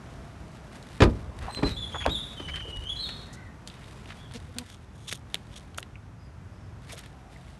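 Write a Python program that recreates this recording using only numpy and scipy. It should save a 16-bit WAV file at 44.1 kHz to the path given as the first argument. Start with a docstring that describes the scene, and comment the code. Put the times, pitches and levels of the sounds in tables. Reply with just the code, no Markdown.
"""A car door is pushed shut close to the microphone, its panels booming over the hum of far traffic.
The next door is unlatched and rolled open while, out in the yard, a high, squeaky bird song wavers
and rings off the walls. Then, close up in the cabin, a hand reaches past the seat and tugs the label
of the seat belt: creases crinkle, plastic trim snaps and creaks, cloth rustles as its fibres slip.
A few faint chirps carry from further off."""
import sys
import numpy as np
from scipy import signal
from scipy.fft import rfft, irfft, next_fast_len
from scipy.io import wavfile
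from scipy.ndimage import uniform_filter1d

SR = 44100
rng = np.random.default_rng(int(sys.argv[2]) if len(sys.argv) > 2 else 0)


def wav_out(sig):
    """Save sig, one row per channel (or a flat mono array), as 16-bit PCM at SR to the path in sys.argv[1]."""
    wavfile.write(sys.argv[1], SR, np.round(np.clip(np.atleast_2d(sig).T, -1, 1) * 32767).astype(np.int16))


N = 334719
T = np.arange(N) / SR

# blows on the doors, first the slam as seal, latch and frame meet:
# (time [s], level [dB], bass boom [dB], treble tilt [dB/octave])
DOOR_KNOCKS = [(1.0041, -9, -20, -1), (1.019, -7, -2, -0.2), (1.028, -9, -5, -3.5), (1.034, -21.5, 1, 3),
               (1.571, -28, -13, -0.5), (1.588, -29.5, -13, -1.5), (1.630, -15.5, -5, -2),
               (2.062, -21.5, -9.5, -5), (2.077, -25, -6, -4), (2.093, -29, -13, 0.5),
               (2.397, -31, -19, -1)]
# dull bumps of the sliding door on its track: (time [s], level [dB])
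TRACK_BUMPS = [(1.412, -52.5), (2.478, -49), (2.76, -56), (2.811, -56)]
# dense ringing of door, trim and cabin: (frequency [Hz], level [dB], t60 before ring factor [s])
PANEL_BANDS = [(31, -27, 0.24), (47.6, 4.5, 0.38), (93, -2.5, 0.37), (158, -9, 0.44), (280, -2, 0.2),
               (422, -3, 0.25), (654, -12, 0.14), (1090, -7.5, 0.19), (2000, -6, 0.074), (3760, -8, 0.11),
               (5500, -17, 0.1), (9000, -22, 0.072), (12000, -33, .07)]
# modes of the door skin: (frequency [Hz], level [dB], t60 before ring factor [s])
SKIN_MODES = [(50, -6, 0.28), (187, -16, 0.26), (234.3, -12, 0.34), (281.4, -5, 0.26), (411.3, -6, 0.14),
              (525, -12, 0.16), (558, -16, 0.098), (605, -15, 0.18), (824, -11.5, 0.11), (990, -11.5, 0.1),
              (1201, -17, 0.16), (2440, -14.5, 0.075)]
# shudders after the slam, on unlatching and while rolling: (start [s], length [s], level [dB])
DOOR_SHUDDERS = [(1.03, 0.43, -40), (1.65, 0.42, -42), (2.43, 0.48, -44)]
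# snaps of latch and trim: (time [s], level [dB], centre [Hz], width [octaves], tail t60 [s])
SNAPS = [(0.827, -34.5, 5900, 0.51, 0.024), (1.5478, -24, 3840, 0.98, 0.03), (1.693, -22, 3200, 1, .02),
         (2.063, -6.5, 830, 1.31, 0.014), (2.559, -24.5, 3000, 0.91, 0.037),
         (3.091, -19.5, 2040, 1.08, 0.13), (3.675, -23, 4400, 1.05, 0.087), (3.70, -33, 3400, 0.44, 0.076),
         (3.842, -37, 3500, 0.63, .03), (3.929, -40, 2500, 1.2, .03), (4.058, -37, 2600, 0.72, 0.034),
         (4.105, -26.5, 1900, 0.67, 0.056), (4.122, -35, 1800, 0.52, 0.047),
         (4.312, -33, 1900, 0.97, 0.044), (4.338, -28, 4000, 1.3, .04), (4.361, -32, 4480, 0.84, .03),
         (4.585, -12, 4750, 0.97, 0.036), (4.701, -30.5, 4000, 1.5, 0.042), (4.745, -38, 5000, 0.6, .02),
         (5.1264, -14, 3080, 2, 0.0091), (5.344, -8.5, 3350, 1.57, 0.015), (5.354, -25, 2960, 0.82, .015),
         (5.746, -34, 2460, 0.99, .022), (5.784, -15.5, 1650, 1.17, 0.03), (5.8284, -25, 2770, 0.85, 0.023),
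         (5.955, -40.5, 2370, 0.14, .04), (6.979, -30, 6000, 1.6, .025), (6.992, -28, 7000, 1.3, 0.023),
         (7.038, -44, 3500, 1.1, .03), (7.061, -32, 2420, 1.4, 0.05), (7.371, -42, 4500, 1.3, .02),
         (7.431, -48, 4000, 1.5, .03)]
# colour of the snaps as the close microphone hears them: (frequency [Hz], level [dB])
SNAP_COLOUR = [(100, 24), (300, 14.5), (600, 12.5), (1000, 2), (1400, 6.5), (2200, 0.5), (3200, 4.5),
               (4200, 1), (5200, -5), (6800, -4.5), (8400, -1.5), (10000, -4), (11300, -4.5)]
# rubs of handle, seal, rollers and sleeve:
# (start [s], length [s], level [dB], centre [Hz], width [octaves])
SHORT_RUBS = [(1.406, 0.15, -46.5, 900, 1.25), (1.476, 0.034, -37, 870, .35),
              (1.623, 0.013, -35, 750, 0.48), (1.653, 0.089, -43, 1400, 1.8),
              (1.941, 0.037, -35, 774, 0.77), (2.003, 0.034, -40.5, 1570, 0.7),
              (2.051, 0.038, -31.5, 880, 0.58), (2.484, 0.024, -42, 1670, 0.95),
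              (2.538, 0.016, -44, 1500, 0.49), (2.556, 0.034, -43.5, 1910, 0.72),
              (2.601, 0.015, -44.5, 1960, 0.55), (2.636, 0.13, -50.5, 440, 0.68),
              (3.325, 0.034, -53, 6060, 0.54), (3.727, 0.09, -62, 2600, 0.54),
              (3.815, .03, -56, 1740, 0.56), (4.082, 0.06, -51, 1850, 0.98),
              (4.336, 0.049, -49, 3000, 0.92), (4.56, 0.041, -55, 1200, 1.2),
              (5.111, 0.022, -44, 1920, 0.53), (6.888, 0.064, -49.5, 1780, 2.1),
              (6.928, 0.013, -43.5, 560, 0.23), (6.961, 0.052, -51, 2186, 1.1),
              (7.031, 0.037, -56, 2000, 1.05)]
# squeaks of handle, latch, rollers and belt:
# (start [s], length [s], first pitch [Hz], last pitch [Hz], level [dB])
FRICTION_SQUEAKS = [(2.036, 0.018, 2480, 2720, -37), (2.48, 0.025, 2044, 2180, -36.5),
                    (2.563, 0.013, 2250, 2330, -43), (6.902, .012, 2290, 2350, -42.5),
                    (7.358, 0.012, 2140, 1950, -48)]
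# the bird in the yard, ending on two voices at once: (start [s], length [s], first pitch [Hz],
# turning pitch [Hz], last pitch [Hz], level [dB], overtone boost [dB])
BIRD_NOTES = [(1.484, 0.074, 4120, 4100, 4130, -47, 13), (1.538, 0.06, 4070, 4116, 4020, -41.5, 2),
              (1.64, 0.094, 4020, 4089, 3650, -37, 1), (1.76, .1, 3320, 3513, 3227, -33.5, -5.5),
              (1.92, 0.12, 3136, 3415, 3234, -33, -1.5), (2.087, .095, 3415, 3786, 3220, -31, -0.5),
              (2.365, 0.13, 3174, 3026, 2936, -42.5, -2), (2.505, 0.13, 3025, 3105, 2890, -40.5, -4),
              (2.662, 0.116, 2885, 2935, 2860, -40, -8), (2.811, 0.076, 2907, 2987, 3275, -38.5, -7),
              (2.884, 0.048, 3140, 3330, 3420, -30, -5), (2.96, 0.13, 3930, 4107, 3200, -36, -7.5),
              (2.988, 0.0955, 4130, 4286, 4180, -35.5, -4)]
# partials of a whistle or squeak: (multiple of the pitch, level [dB])
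WHISTLE_PARTIALS = [(1, -1), (2, -21), (3, -26.5)]
# tugs at the belt label: (start [s], length [s], level [dB], treble tilt [dB/octave])
LABEL_TUGS = [(4.674, 0.076, -56.5, -4.5), (4.918, 0.26, -60.5, -2), (5.073, 0.027, -38.5, -6.5),
              (5.107, 0.031, -38.5, -3.5), (5.15, .012, -49, -1), (5.51, .04, -58, -7),
              (5.553, 0.037, -48, -5), (5.774, .011, -40, 7), (6.916, 0.022, -46, 0.5),
              (6.976, 0.019, -51, 1)]
# resonances of the stiff label: (frequency [Hz], width [Hz], level [dB])
LABEL_RESONANCES = [(1840, 1400, -22), (3490, 480, 3.5), (5670, 490, -4), (6580, 560, -1), (8900, 1500, -3),
                    (11100, 400, -6.5)]
# the hand pushes on the hollow pillar trim: (start [s], length [s], pitch [Hz], level [dB])
PILLAR_PUSHES = [(4.34, 0.037, 227, -38.5), (4.485, 0.036, 235, -48.5), (4.548, 0.094, 232, -42)]
# partials of its creak: (multiple of the pitch, level [dB])
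CREAK_PARTIALS = [(1, -1), (2, -10), (3, -19.5), (4, -18.5)]
# movements that rustle the clothes, right by the microphone: (start [s], length [s], level [dB])
BODY_MOVES = [(0, 0.9, -65.5), (.7, 0.4, -56), (1.35, 1.83, -57), (3.65, 0.45, -58), (4.27, 0.047, -55.5),
              (4.5, 0.16, -59.5), (5.25, 0.36, -65), (6.8, 0.2, -60), (7.28, 0.63, -63.5)]
# colour of the rustle: (frequency [Hz], level [dB])
RUSTLE_COLOUR = [(300, -43), (1000, 6.5), (2000, 8), (4000, 4.5), (6000, -2), (9000, -3), (11500, -9)]
# faint chirps in the distance: (start [s], length [s], pitch [Hz], rise of the arch [Hz], level [dB])
FAR_CHIRPS = [(3.279, 0.23, 1792, 229, -55), (3.33, 0.089, 1450, 60, -54), (4.166, 0.11, 3240, 128, -55.5),
              (6.18, 0.091, 4650, 354, -69), (6.523, 0.13, 4750, 654, -72.5)]
# far vehicles passing: (start [s], length [s], first pitch [Hz], last pitch [Hz], level [dB])
VEHICLE_WHINES = [(0, .82, 692, 637.6, -58), (7.095, .49, 784, 632.5, -60)]
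# a far engine pulls harder for a moment: (start [s], length [s], level [dB])
ENGINE_SWELLS = [(4.65, 0.64, -50)]
# colour of the traffic beyond the yard: (frequency [Hz], level [dB])
HUM_COLOUR = [(15, -44), (25, -20), (55, 5), (85, -4), (120, -1.5), (160, -3), (240, -8), (350, -12.5),
              (500, -16), (670, -15.5), (1400, -19.5), (4300, -35.5), (5700, -35), (12000, -46)]

LEAN_IN_S = (1.46, 6.05)  # the microphone moves from the yard into the cabin
LOW_CUT_HZ, TOP_HZ = 29.6, 11900


def door_knocks(rebound_s=0.033, rebound_db=-13, rebound_tilt_db=-4.5):
    """Close by, a struck door rocks against its seal, each time weaker, duller and ringing longer."""
    out = np.zeros(N)
    for s, db, boom_db, tilt_db in DOOR_KNOCKS:
        for k in range(3):
            blow = panel_blow(boom_db, tilt_db + k * rebound_tilt_db, ring=0.65 * 1.6 ** k)
            add(out, undb(db + k * rebound_db) * blow, s + k * rebound_s)
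    for s, db in TRACK_BUMPS:  # nearly all bass
        add(out, undb(db) * panel_blow(boom_db=29, tilt_db=4, ring=0.62), s)
    return out


def panel_blow(boom_db, tilt_db, ring):
    """A blow rings the door skin and a dense rattle whose treble dies first; ring scales each t60."""
    def force(hz):
        """Soft contact dulls the treble; a heavy push pumps the cabin air."""
        return undb(tilt_db * max(np.log2(hz / 500), 0) + boom_db / (1 + (hz / 140) ** 2))
    t, out = T[:2 ** 14], 0
    panel_hz, panel_db, panel_t60 = np.transpose(PANEL_BANDS)
    axis, noise = octaves(len(t)), rfft(rng.standard_normal(len(t)))
    for octave in np.arange(5, 14, .5):  # half-octave bands from 32 Hz up
        band = irfft(noise * np.cos(np.pi * np.clip(axis - octave, -.5, .5)))
        decay = fade(t, ring * np.interp(octave, np.log2(panel_hz), panel_t60))
        gain = undb(np.interp(octave, np.log2(panel_hz), panel_db) - 9.5) * force(2 ** octave)
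        out += gain * unit(band * decay) * np.sqrt(np.mean(decay ** 2))
    for hz, db, t60 in SKIN_MODES:
        out += undb(db) * force(hz) * np.sin(2 * np.pi * hz * t) * fade(t, ring * t60)
    return out * (1 - fade(t, 0.0066))


def door_shudder():
    """The heavy doors shudder in a low rumble as they shut, unlatch and roll."""
    spectrum = [(12, -30), (30, -20), (50, 3), (110, -2), (200, -21.5), (450, -20.5),
                (1200, -27.5), (5000, -70)]  # (frequency [Hz], level [dB])
    rumble = unit(colour(rng.standard_normal(N), spectrum))
    return rumble * swells(DOOR_SHUDDERS, attack_s=0.012, t60=0.75)


def trim_clicks(snap_db=-9, tail_db=-23, cabin_db=-42):
    """A sharp snap, a short rattle of the part and a trace of cabin, heard by the close microphone."""
    out, t = np.zeros(N), T[:2 ** 12]
    axis = octaves(len(t))
    colour_hz, colour_db = np.transpose(SNAP_COLOUR)
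    spectrum = np.interp(axis, np.log2(colour_hz), colour_db)
    spectrum -= 40 * np.clip(axis - np.log2(TOP_HZ), 0, 1)
    for s, db, hz, width, t60 in SNAPS:
        body = impulse_response(spectrum + hump(len(t), hz, width))
        decay = undb(snap_db) * fade(t, 0.0055) + undb(tail_db) * fade(t, t60)
        decay += undb(cabin_db) * fade(t, 0.18)
        push = rng.standard_normal(len(t)) * decay
        push[0] = 1  # the first hard contact
        click = signal.fftconvolve(1.34 * push / np.linalg.norm(push), body / np.abs(body).max())
        add(out, undb(db) * click, s)
        # every snap also nudges the panel behind it
        add(out, undb(db - 31.5) * panel_blow(boom_db=-27, tilt_db=0, ring=0.68), s)
    return out


def scuffs(damping_db_per_octave=5):
    """Within arm's reach, each rub rings one broad resonance of the rubbed part."""
    out, size = np.zeros(N), 2 ** 11
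    for s, length, db, hz, width in SHORT_RUBS:
        # skin and rubber damp whatever lies far above the resonance
        damping = damping_db_per_octave * np.maximum(octaves(size) - np.log2(2 * hz), 0)
        add(out, undb(db) * rub(length, hump(size, hz, width) - damping, build=0.11), s)
    return out


def squeaks():
    """Handle, latch, rollers and belt stick and slip for a moment at a rough, gliding pitch."""
    out = np.zeros(N)
    for s, length, first_hz, last_hz, db in FRICTION_SQUEAKS:
        glide = np.linspace(first_hz, last_hz, int(length * SR))
        squeak = tone(glide, WHISTLE_PARTIALS[:2], waver=.022, rasp=.07, edge_s=.0061, flutter_db=-1.5)
        add(out, undb(db) * squeak, s)
    return out


def bird_song(turn_share=0.3385, bend=1.5, sag_db=-2.5):
    """Out in the yard, each whistled note eases onto its turning pitch, then slides away and weakens."""
    out = np.zeros(N)
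    for s, length, first_hz, turn_hz, last_hz, db, shrill_db in BIRD_NOTES:
        along = np.linspace(0, 1, int(length * SR))
        before = np.maximum(1 - along / turn_share, 0)
        after = np.maximum((along - turn_share) / (1 - turn_share), 0)
        hz = turn_hz + (first_hz - turn_hz) * before ** bend + (last_hz - turn_hz) * after ** bend
        note = tone(hz, WHISTLE_PARTIALS, waver=.009, rasp=.012,
                    shrill_db=shrill_db, flicker_db=4, flutter_db=3.6)
        add(out, undb(db + sag_db * after) * note, s)
    return out


def label_crinkles(spring_back_s=0.022, crease_s=0.0011, crease_db=-2.5):
    """Close up in the cabin, creases ring the label's resonances; a tight crease is brighter."""
    out, size = np.zeros(N), 2 ** 10
    treble_octaves = np.log2(np.clip(2 ** octaves(size), 2000, TOP_HZ) / 3500)
    for s, length, db, tilt_db in LABEL_TUGS:
        label = resonances(LABEL_RESONANCES, size) + tilt_db * treble_octaves
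        add(out, undb(db) * rub(length, label, grit_db=2.5, build=1.0, rate=5000), s)
        for late_s in spring_back_s * rng.random(3):  # three creases spring back after the tug
            add(out, undb(db + crease_db) * rub(crease_s, label), s + length + late_s)
    return out


def pillar_creak(rise_hz=14):
    """The hollow trim sticks and slips under the hand in a low creak that rises with the push."""
    out = np.zeros(N)
    for s, length, hz, db in PILLAR_PUSHES:
        force = np.sin(np.linspace(0, np.pi, int(length * SR)))
        creak = tone(hz + rise_hz * force, CREAK_PARTIALS, waver=.021, rasp=.058,
                     edge_s=.016, flicker_db=3.5, flutter_db=2)
        add(out, undb(db) * creak, s)
    return out


def cloth_rustle(catches_per_s=53, catch_db=-5, still_db=-80.5):
    """Right by the microphone, fibres slip in uneven surges; seams and buttons catch now and then."""
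    fibres = unit(colour(grains(N, rate=5000, spread_db=0.5), RUSTLE_COLOUR))
    catch = rng.standard_normal(512) * fade(T[:512], 0.014)
    slips = grains(N, catches_per_s, spread_db=1.5)
    catches = unit(colour(signal.fftconvolve(slips, catch)[:N], RUSTLE_COLOUR))
    effort = np.hypot(swells(BODY_MOVES, attack_s=0.04, t60=1), undb(still_db))
    surge = undb(2 * walk(35) + 2 * walk(140))
    return (fibres * surge + undb(catch_db) * catches) * effort


def far_chirps():
    """Short hoarse whistles arch up and down in the distance."""
    out = np.zeros(N)
    for s, length, hz, rise_hz, db in FAR_CHIRPS:
        arch = np.sin(np.linspace(0, np.pi, int(length * SR)))
        add(out, undb(db) * tone(hz + rise_hz * arch, WHISTLE_PARTIALS[:1], waver=.014, rasp=.03), s)
    return out


def vehicle_whine():
    """Far vehicles whine on a pitch that sinks as they pass."""
    out = np.zeros(N)
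    for s, length, first_hz, last_hz, db in VEHICLE_WHINES:
        glide = np.linspace(first_hz, last_hz, int(length * SR))
        add(out, undb(db) * tone(glide, WHISTLE_PARTIALS[:1], waver=.04, rasp=.05, edge_s=.036), s)
    return out


def traffic_hum(outside_db=-44.5, inside_db=-49.5):
    """The town's low, gently swelling hum, partly shut out as the microphone enters the cabin."""
    hum = unit(colour(rng.standard_normal(N), HUM_COLOUR))
    return hum * undb(np.interp(T, LEAN_IN_S, (outside_db, inside_db)) + 1.06 * walk(3))


def engine_drone(hz=92, width_octaves=0.54, outside_db=-54, inside_db=-50.5):
    """A narrow, throbbing band of bass from far engines, stronger inside the cabin."""
    throb = undb(np.interp(T, LEAN_IN_S, (outside_db, inside_db)) + 3 * walk(2.844))
    pull = swells(ENGINE_SWELLS, attack_s=0.29, t60=1)
    bass = irfft(rfft(rng.standard_normal(N)) * undb(hump(N, hz, width_octaves)), N)
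    return unit(bass) * np.hypot(throb, pull)


def yard(x, direct_db, echo_db, t60):
    """Walls round the car return a dense echo behind the direct sound."""
    t = T[:SR]
    tail = rng.standard_normal(len(t)) * fade(t, t60) * (1 - fade(t, 0.039))
    echo = signal.fftconvolve(x, tail / np.linalg.norm(tail))[:N]
    return undb(direct_db) * x + undb(echo_db) * echo


def tone(hz, partials, waver, rasp, edge_s=0.014, shrill_db=0, flicker_db=0, flutter_db=1):
    """A gliding, fluttering tone; waver and rasp are slow and fast jitter as shares of the pitch."""
    n, out = len(hz), 0
    unsteady_hz = hz * (1 + waver * walk(147.3, n) + rasp * walk(1500, n))
    phase = 2 * np.pi * np.cumsum(unsteady_hz) / SR
    for multiple, db in partials:
        # the overtones come and go more than the fundamental
        boost_db = shrill_db + flicker_db * walk(31, n) if multiple > 1 else 0
        out += undb(db + boost_db) * np.sin(multiple * phase)
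    gate = np.minimum(np.minimum(T[:n], T[:n][::-1]) / edge_s, 1)
    return np.sqrt(2) * out * gate * undb(flutter_db * walk(68, n))


def rub(length, body_db, grit_db=1.5, build=0.056, rate=9000):
    """Stick-slip grains ring a body, growing over a share (build) of the stroke and easing in jerks."""
    n = max(int(length * SR), 32)
    along = np.linspace(0, 1, n)
    pressure = np.minimum(along / build, 1) * np.sqrt(1 - along)
    jerk_times = T[:n:200]
    jerks = np.interp(T[:n], jerk_times, rng.standard_normal(len(jerk_times)))
    slips = grains(n, rate, spread_db=2) * undb(grit_db * jerks) * pressure
    sound = signal.fftconvolve(slips, impulse_response(body_db))
    return sound * np.sqrt(n / (np.sum(sound ** 2) + 1e-20))


def grains(n, rate, spread_db):
    """Tiny slips of uneven size, rate a second."""
    slips = (rng.random(n) < rate / SR) * rng.standard_normal(n)
    return slips * undb(spread_db * rng.standard_normal(n))


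def walk(rate, size=N):
    """Random drift with an rms of one, turning rate times a second."""
    hold = max(int(SR / rate), 2)
    steps = np.repeat(rng.standard_normal(size // hold + 1), hold)
    return unit(uniform_filter1d(steps, hold)[:size])


def swells(rows, attack_s, t60):
    """Gain of gestures that rise, hold and die away: (start [s], length [s], level [dB])."""
    gains = [undb(db) * np.clip((T - s) / attack_s, 0, 1) * fade(np.maximum(T - s - length, 0), t60)
             for s, length, db in rows]
    return np.max(gains, axis=0)


def resonances(modes, size):
    """Spectrum in dB of resonances: (frequency [Hz], width [Hz], level [dB])."""
    f = 2 ** octaves(size)
    power = sum(undb(db) ** 2 / (1 + ((f * f - hz * hz) / (f * width)) ** 2) for hz, width, db in modes)
    return 10 * np.log10(power)


def hump(n, hz, width):
    """A broad resonance in dB, with skirts that fall in straight lines."""
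    return 12 * (1 - np.hypot(1, (octaves(n) - np.log2(hz)) / width))


def impulse_response(db):
    """The sharpest (minimum-phase) response that has this spectrum."""
    cepstrum = irfft(np.log(undb(db)))
    half = len(cepstrum) // 2
    cepstrum[1:half] *= 2
    cepstrum[half + 1:] = 0
    return irfft(np.exp(rfft(cepstrum)))


def colour(x, points):
    """Filter by a spectrum of points: (frequency [Hz], level [dB])."""
    hz, db = np.transpose(points)
    n = next_fast_len(len(x))
    gain = undb(np.interp(octaves(n), np.log2(hz), db))
    return irfft(rfft(x, n) * gain, n)[:len(x)]


def octaves(n):
    """Log-frequency axis of an n-point spectrum."""
    return np.log2(np.maximum(np.fft.rfftfreq(n, 1 / SR), 1))


def fade(t, t60):
    """Free decay, 60 dB down after t60."""
    return np.exp(-np.log(1000) * t / t60)


def undb(db):
    """Decibels to gain."""
    return 10 ** (np.asarray(db) / 20)


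def unit(x):
    """Scale to an rms of one."""
    return x / np.sqrt(np.mean(x ** 2) + 1e-20)


def add(out, x, s):
    """Mix a sound in at time s."""
    i = int(s * SR)
    out[i:i + len(x)] += x[:N - i]


def scene():
    """One microphone at the car: near handling is dry; bird, whine and chirps carry the yard's echo."""
    near = door_knocks() + trim_clicks() + scuffs() + squeaks()
    near += pillar_creak() + label_crinkles() + door_shudder() + cloth_rustle()
    chirps = yard(far_chirps(), direct_db=-4, echo_db=-3, t60=0.35)
    town = traffic_hum() + engine_drone()
    bird_and_whine = yard(bird_song() + vehicle_whine(), direct_db=-3, echo_db=-2.5, t60=0.62)
    return (near + bird_and_whine + chirps + town)[None]


def record(dry):
    """The phone's microphone thins the deepest bass, clips peaks under full scale and cuts the top."""
    low_cut = signal.butter(4, LOW_CUT_HZ, "highpass", fs=SR, output="sos")
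    top_cut = signal.ellip(10, .2, 80, TOP_HZ, fs=SR, output="sos")
    thinned = signal.sosfilt(low_cut, dry)
    return signal.sosfilt(top_cut, np.clip(thinned, -.92, .92))


dry = scene()
out = record(dry)
wav_out(out)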